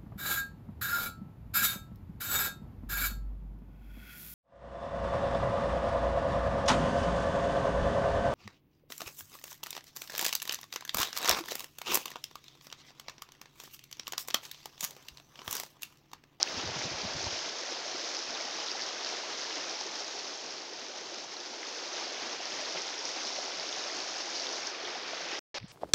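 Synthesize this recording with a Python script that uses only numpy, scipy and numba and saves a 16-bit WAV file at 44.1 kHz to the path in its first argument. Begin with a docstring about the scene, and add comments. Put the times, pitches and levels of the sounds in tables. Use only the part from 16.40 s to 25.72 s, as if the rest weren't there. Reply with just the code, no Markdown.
"""A button clicks and wind buffets a small hand-held camera beside a shallow stream over stones in a wood.
The stream is ringing bubbles over a noise wash: big ones gurgle, small ones fizz and pop in the microphone port.
It weakens and regains level as the camera turns away and back. Near the end the sound drops out, the stream
returns for a moment, then shaped noise makes a quiet wood, with a faint rustle, more clicks and more wind."""
import sys
import numpy as np
from scipy import signal
from scipy.fft import rfft, irfft, next_fast_len
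from scipy.io import wavfile
from scipy.ndimage import uniform_filter1d
from numba import njit

SR = 44100
rng = np.random.default_rng(int(sys.argv[2]) if len(sys.argv) > 2 else 0)


def output_pcm(signal):
    """Save a mono or channel-first signal as 16-bit PCM at the path in sys.argv[1].

    Samples are clipped to [-1, 1] before scaling.
    """
    pcm = np.clip(np.atleast_2d(signal).T, -1, 1) * 32767
    wavfile.write(sys.argv[1], SR, np.round(pcm).astype(np.int16))


def volts_from_db(level):
    """Convert decibel levels to linear amplitude ratios."""
    exponent = np.asarray(level, float) / 20
    return 10 ** exponent


N = 411001
T = np.arange(N) / SR


def unit(x):
    """Normalisation: scale x to a root-mean-square value of 1."""
    return x / np.sqrt(np.mean(x ** 2))


def colour(x, points):
    """Linear filtering: weight the spectrum of x by (Hz, dB) points, joined along log frequency."""
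    hz, db = np.transpose(points)
    size = next_fast_len(N)
    f = np.arange(1, size // 2 + 2) * SR / size
    gain = volts_from_db(np.interp(np.log(f), np.log(hz), db))
    return irfft(rfft(x, size) * gain, size)[:N]


def below(x, hz):
    """Zero-phase low-pass: filtering forwards and backwards cancels the delay."""
    return signal.sosfiltfilt(signal.butter(3, hz, fs=SR, output="sos"), x)


def walk(rate):
    """Slow random modulation: levels held 1 / rate s and smoothed twice, with a spread of about 0.7."""
    k = int(SR / rate)
    held = np.repeat(rng.standard_normal(N // k + 1), k)
    return uniform_filter1d(uniform_filter1d(held, k), k)[:N]


def step(s):
    """Switching: 0 before s, 1 a fraction of a millisecond after."""
    return np.clip((T - s) / .00005, 0, 1)


@njit
def ring(n, s, hz, gain, cycles, glide, phase):
    """Damped resonance: each grain swells, peaks after twice `cycles` periods and dies as its pitch rises."""
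    out = np.zeros(n)
    for e in range(len(s)):
        start, span, p = int(s[e] * SR), cycles[e] * SR / hz[e], phase[e]
        for i in range(min(int(12 * span), n - start)):
            u = i / span  # time in spans; the pitch rises by the fraction `glide` per span
            p += 2 * np.pi * min(hz[e] * (1 + glide[e] * u) / SR, .45)
            envelope = (u * np.exp(1 - u / 2) / 2) ** 2
            out[start + i] += gain[e] * envelope * np.sin(p)
    return out


def play(events, cycles, glide):
    """Superposition of single resonances: ring a table of (s, peak dB, starting Hz)."""
    s, db, hz = np.transpose(events)
    length, phase = rng.random((len(s), 2)).T
    return ring(N, s, hz, volts_from_db(db), cycles * (0.67 + 0.28 * length), glide + 0 * s, 2 * np.pi * phase)


def swarm(count, lo_hz, hi_hz, cycles, glide, scatter_db):
    """Random superposition of bubbles: the smaller the bubble, the higher and shorter it rings."""
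    when, size, length, phase, loud = rng.random((count, 5)).T
    hz = lo_hz * (hi_hz / lo_hz) ** size
    # peaks grow with pitch, since high bubbles are short; a few stand far out
    gain = hz * volts_from_db(-scatter_db * np.log(1.015 - loud))
    return unit(ring(N, when * N / SR, hz, gain, cycles * (.5 + length), glide * length, 2 * np.pi * phase))


def water_wash():
    """Incoherent summation: countless far bubbles blur into noise, with nearer bubbles and drops on top."""
    # Spectrum of water through the microphone. Each row: frequency in Hz, gain in dB.
    water_spectrum = [(30, -37.5), (90, -31), (130, -25), (190, -15), (260, -4.5), (350, 1.5), (450, -1.5),
                      (720, -1.5), (1050, -5.5), (2900, -6), (4200, -3), (5300, 0.5), (6500, -5),
                      (8000, -29), (10000, -41), (12000, -50.5), (13800, -48), (15100, -36), (15700, -35.5),
                      (16000, -86)]
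    big = swarm(count=2500, lo_hz=250.5, hi_hz=1191, cycles=1.77, glide=0.1174, scatter_db=1.5)
    small = swarm(count=15000, lo_hz=1203, hi_hz=7490, cycles=1.0, glide=0.033, scatter_db=3.0)
    drop_size = volts_from_db(2.6 * np.minimum(rng.exponential(size=N), 7))
    drops = (rng.random(N) < .03) * drop_size * rng.choice([-1, 1], N)
    mixture = rng.standard_normal(N) + volts_from_db(-16) * big + volts_from_db(-7.0) * small + volts_from_db(-7) * unit(drops)
    return colour(mixture, water_spectrum)


def moving_water():
    """Directional shading and modulation: turning and surges act on each frequency band in its own measure."""
    # Edges in Hz between rumble, deep gurgle, gurgle, high gurgle, rush, fizz and spray.
    split_hz = (170, 480, 700, 1100, 3600, 11500)
    # Those bands, low to high. Each row: level in dB when faced, share of the turning loss,
    # share of the treble change and the fizz swells, flicker in dB per unit of walk.
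    bands = [(-71.5, 0.44, 0, 4), (-54.5, 0.39, 0.16, 1.6), (-53, 0.97, 0.15, 0.3), (-52.5, 1.13, 0.34, -1),
             (-44.5, 1.14, 0.013, 0.1), (-41.5, 1.12, 0.95, 0.5), (-82, 0.9, 0.62, 2.2)]
    # The camera turns from the riffle and back. Each row: time in seconds, loss in dB
    # and extra treble in dB, both before each band's share.
    turn = [(0, 1.5, -2), (0.5, 1, -2), (1.2, -0.5, 0), (3.2, 0, -1), (3.9, -3.5, 2), (4.3, -4.5, 0),
            (5.05, -4.5, 0), (5.5, -1.5, -0.5), (5.9, 0, -2), (6.6, -0.5, 0.5), (8.2, 0, 0),
            (8.35, 0.5, -6), (9.2, 2, -4.5)]
    # Swells of the fizz. Each row: centre in seconds, lift in dB before each band's share,
    # half width (standard deviation) in seconds.
    surges = [(.1, 1, 0.058), (.98, 2, .07), (1.32, 2, 0.012), (.42, 2.5, .03), (.8, 2, .04),
              (1.65, 2, .02), (1.72, 2, .025), (1.8, 1.5, .04), (2.27, 2, .012), (2.32, 1.5, .018),
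              (2.42, 2, .015), (2.68, 2, 0.025), (3.08, 1, 0.044), (3.3, 1, 0.017), (3.4, 1, 0.027),
              (3.7, 1, .1), (5.3, 0.5, .06), (6.7, 1.5, 0.061), (6.86, 2.5, 0.026), (6.99, 1.5, 0.045),
              (7.78, 1, 0.045), (7.94, 1.5, 0.034), (8.03, 2, 0.033), (8.16, 2.5, 0.027), (8.28, 3, .02)]
    water = water_wash()
    parts = np.diff([0 * water, *(below(water, hz) for hz in split_hz), water], axis=0)
    s, loss_db, treble_db = np.transpose(turn)
    surge_db = 0.44 * walk(24) + 0.75 * walk(50)  # shared by all bands
    fizz_db = sum(db * np.exp(-((T - at) / half) ** 2 / 2) for at, db, half in surges)
    out = 0
    for part, (db, shade, bright, flicker_db) in zip(parts, bands):
        turn_db = np.interp(T, s, shade * loss_db + bright * treble_db)
        level_db = db + turn_db + bright * fizz_db + surge_db + flicker_db * walk(26)
        out = out + unit(part) * volts_from_db(level_db)
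    return out


def near_bubbles():
    """Bubble resonance: large bubbles ring low and small ones high; some sweep upwards near the surface."""
    # Single bubbles that stand out, then bubbles that near the surface, then tiny drops that tick above the fizz.
    # Each row: start in seconds, peak level in dB before filtering, starting pitch in Hz.
    bubbles = [(2.047, -49, 232), (4.76, -54, 231), (5.108, -55, 234), (5.859, -49, 236), (6.349, -52, 169),
               (6.853, -47.5, 234), (8.82, -55, 176), (1.04, -34.5, 654), (1.416, -37, 888),
               (1.46, -34.5, 613), (1.545, -36, 340), (1.756, -35, 670), (1.898, -41.5, 300),
               (2.079, -36.5, 755), (2.351, -34, 785), (2.613, -36, 825), (2.735, -38, 440),
               (2.834, -36, 840), (3.171, -39, 646), (3.455, -38.5, 390), (3.606, -39, 720),
               (4.719, -40, 555), (5.535, -40, 581), (5.666, -39, 517), (5.717, -37, 606),
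               (5.809, -36, 810), (6.003, -37, 729), (6.119, -37, 755), (6.422, -42, 802),
               (6.842, -36, 760), (7.236, -37, 684), (7.369, -36, 719), (7.464, -39, 595), (7.88, -36, 834),
               (8.097, -39, 750), (8.435, -37.5, 404), (8.554, -36, 740), (8.804, -37, 644),
               (8.926, -38, 353), (0.168, -40.5, 445), (0.17, -41, 250), (0.23, -39.5, 333),
               (.36, -38, 950), (.49, -38, 650), (0.42, -36, 620), (0.512, -36.5, 333), (0.635, -46, 326),
               (0.868, -32, 890), (0.925, -40, 495), (0.675, -33.5, 630), (0.864, -39, 570),
               (0.957, -34, 697), (1.231, -36, 544), (1.313, -37, 477), (2.005, -41, 595),
               (3.41, -33.5, 795), (6.222, -35, 600), (6.355, -34, 600), (6.985, -34, 600),
               (7.078, -34.5, 815), (8.731, -32, 650), (0.0743, -30, 2610), (0.417, -30, 2080),
               (0.8804, -31, 2900), (2.3935, -33, 2060), (2.5004, -33, 2990), (2.7987, -37, 2200),
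               (3.0497, -36, 1670), (5.2306, -31, 2030), (6.1207, -31, 3240), (6.2368, -35, 2300),
               (6.373, -29.5, 2030), (6.7468, -32, 2800), (7.1213, -31, 3310), (7.3268, -27, 3440),
               (7.4397, -32, 3360), (7.4986, -33, 1910), (8.0681, -25, 3460), (8.4517, -27, 3200),
               (8.4807, -32, 2110), (8.9138, -32, 3000), (0.439, -25, 5350), (0.6619, -32, 4910),
               (.6749, -31, 4880), (.8286, -21, 5850), (1.8478, -28, 5300), (7.697, -26, 5250),
               (7.7693, -26, 5120), (7.9735, -28, 4400), (1.7681, -21, 4890), (1.7903, -22, 5350),
               (1.8262, -23, 4930), (1.9066, -24, 5310), (1.951, -26, 3600), (2.2628, -24, 5310),
               (2.268, -26, 3720), (2.285, -25, 3800), (2.3159, -18.5, 4960), (2.4206, -25, 4220),
               (2.6474, -20, 4950), (2.6903, -22.5, 5400), (3.1564, -24, 5590), (3.2954, -23, 5450),
               (3.3119, -23.5, 5040), (3.4066, -22, 5300), (3.4106, -24, 5890), (3.4115, -27, 4000),
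               (3.853, -30, 4000), (4.1083, -31, 4840), (4.124, -29, 4800), (4.335, -29, 5000),
               (4.465, -30, 5000), (4.84, -32, 6500), (5.01, -30, 5000), (4.9675, -29, 4060),
               (5.7246, -29, 5850), (6.0551, -22.5, 5360), (6.2572, -26, 4180), (6.4188, -22, 5750),
               (6.541, -28, 3620), (6.6538, -19.5, 5390), (6.8334, -25, 5320), (6.851, -21, 4600),
               (6.9611, -24, 5390), (7.0311, -30, 5300), (7.198, -24, 4560), (7.2913, -22, 5080),
               (7.6036, -24, 4560), (7.6794, -30, 5200), (8.0905, -24, 4670), (8.1469, -27, 5100),
               (8.27, -20, 5800)]
    risers = [(4.32, -43.5, 350), (4.487, -43.5, 344), (4.61, -45, 338), (4.642, -49, 795),
              (4.838, -44, 570), (4.935, -45, 627), (5.12, -48, 477), (5.455, -46, 705), (6.34, -37, 480),
              (6.98, -38, 478)]
    spray = [(0.6928, -60, 8890), (0.8799, -56, 9820), (1.5279, -59, 8560), (4.8344, -71, 9150),
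             (7.4919, -59, 8500), (8.1524, -63, 8540), (8.4432, -64, 9880)]
    through_port = below(play(bubbles, 1.29, 0.0076) + play(risers, 2.2, 0.17), 7000)
    return through_port + play(spray, 2.5, 0)


def stream():
    """Superposition of sources: nearby bubbles and spray stand out of the moving water."""
    return moving_water() + near_bubbles()


def wind():
    """Turbulent pressure: each buffet thuds the diaphragm at its own pitch, over rumble that swells with it."""
    # Wind buffets on the port. Each row: time of the peak in seconds, peak level of the thud in dB,
    # half width (standard deviation) in seconds, pitch at the peak in Hz, glide in Hz per second.
    buffets = [(.145, -46, .0057, 200, 0), (.18, -45, .008, 85, 0), (.247, -41, .0075, 175, -2500),
               (.275, -43, .008, 95, -500), (.295, -43, .008, 125, 2000), (.32, -47, .006, 120, 0),
               (.37, -40, .006, 155, -3000), (.395, -48, .008, 110, 0), (.46, -38, .009, 140, 4500),
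               (.525, -43, .007, 140, -2000), (.547, -49, .0074, 80, 0), (.645, -39.5, .0065, 180, -3000),
               (.657, -40, .007, 100, -1000), (.755, -42, .007, 150, 2000), (.765, -40, .008, 125, -2000),
               (.8, -54, .0074, 101, 0), (.845, -46, .006, 90, 0), (.874, -37, .006, 95, 0),
               (0.871, -47, .0036, 200, 0), (.935, -51, .006, 100, 0), (.965, -57, .006, 80, 0),
               (9.228, -43.5, .0094, 110.3, 0), (9.246, -37.5, .0045, 165, 3000)]
    # Spectrum of the turbulence. Each row: frequency in Hz, gain in dB.
    wind_spectrum = [(20, -23), (45, -13), (90, -5), (170, -8), (280, -6.5), (550, -29), (1500, -64)]
    swell = thud = 0
    for (s, db, half, hz, glide), phase in zip(buffets, rng.random(len(buffets))):
        t = T - s
        shape = volts_from_db(db) * np.exp(-(t / half) ** 2 / 2)
        swell = swell + shape
        thud = thud + shape * np.sin(2 * np.pi * ((hz + glide * t / 2) * t + phase))
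    lull = volts_from_db(-58) * np.exp(-((T - .55) / 0.52) ** 4)  # faint rumble between the early buffets
    rumble = colour(rng.standard_normal(N), wind_spectrum)
    # eddies in a swell are of even strength
    rumble = rumble / np.sqrt(uniform_filter1d(rumble ** 2, int(.025 * SR)))
    return thud + (volts_from_db(-11) * swell + lull) * rumble


def body_clicks():
    """Impulse response: a click of the camera body is a sum of briefly ringing resonances."""
    # Each row: start in seconds, peak level in dB, starting pitch in Hz.
    clicks = [(.02902, -3.5, 5340), (.0291, -32, 1490), (.0292, -40, 10100), (.0292, -46, 15000),
              (.0298, -17, 4300), (9.2005, -41, 2560), (9.201, -44, 5000), (9.229, -50, 4500),
              (9.3166, -46, 5000), (9.2289, -43, 2200), (9.3164, -47, 2540)]
    return play(clicks, 0.88, 0.0011)


def thin_hiss():
    """Exponential decay: a faint flickering hiss, mostly above 8 kHz, dies away in the first moments."""
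    # Each row: frequency in Hz, gain in dB.
    hiss_spectrum = [(6000, -31), (8500, 4), (11000, -3), (13500, -10), (15200, 2), (15700, 7),
                     (16000, -51)]
    level, fade_s = volts_from_db(-65.5 + 2.5 * walk(25)), 0.15
    return unit(colour(rng.standard_normal(N), hiss_spectrum)) * level * np.exp(-T / fade_s)


def wood():
    """Ambient noise: the still air of the second place is shaped noise; a faint rustle sets in at the end."""
    # Spectra of the air and of the rustle. Each row: frequency in Hz, gain in dB.
    air_spectrum = [(18, -39), (30, 0), (149, -2), (233, -26), (364, -8), (1160, -13), (5500, -12.5),
                    (6800, -35), (9000, -47.5), (13500, -49), (15200, -43), (15700, -40), (16000, -85.5)]
    rustle_spectrum = [(2500, -25), (5000, -2), (7500, -6), (10000, -19), (11500, -40)]
    rustle = unit(colour(rng.standard_normal(N), rustle_spectrum)) * volts_from_db(-60) * step(9.28)
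    air = unit(colour(rng.standard_normal(N), air_spectrum)) * volts_from_db(-56.5 + 2.4 * walk(30))
    return air + rustle


def scene():
    """Linear superposition: the stream gives way to the wood, with wind, hiss and clicks added."""
    change = step(9.1852)  # change of place, in seconds
    place = stream() * (1 - change) + wood() * change
    return (place + wind() + thin_hiss() + body_clicks())[None]


@njit
def limit(x, top, hold, release, slope):
    """Delayed gain control: after a loud peak the gain ducks a moment later and recovers."""
    y, e = np.empty(len(x)), 0.
    for i in range(len(x)):
        e = max(e * release, abs(x[max(i - hold, 0)]))
        y[i] = x[i] * min(1., top / (e + 1e-9)) ** slope
    return y


def low_pass(x):
    """Removes everything above the highest recorded frequency."""
    return signal.sosfilt(signal.butter(12, 16640, fs=SR, output="sos"), x)


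def record(dry):
    """Signal chain: gain control, the drop-out, then a steep band limit."""
    hold, release = int(.0016 * SR), np.exp(-1 / (.025 * SR))  # 1.6 ms delay, 25 ms recovery
    ducked = limit(dry[0], volts_from_db(-17.), hold, release, .5)
    on = (T < 8.9925) + step(9.1432)  # silent between these seconds
    band_limit = signal.ellip(10, .2, 60, 15720, fs=SR, output="sos")
    cut = signal.sosfilt(band_limit, ducked * on)
    return low_pass(cut[None])


dry = scene()
out = record(dry)
output_pcm(out)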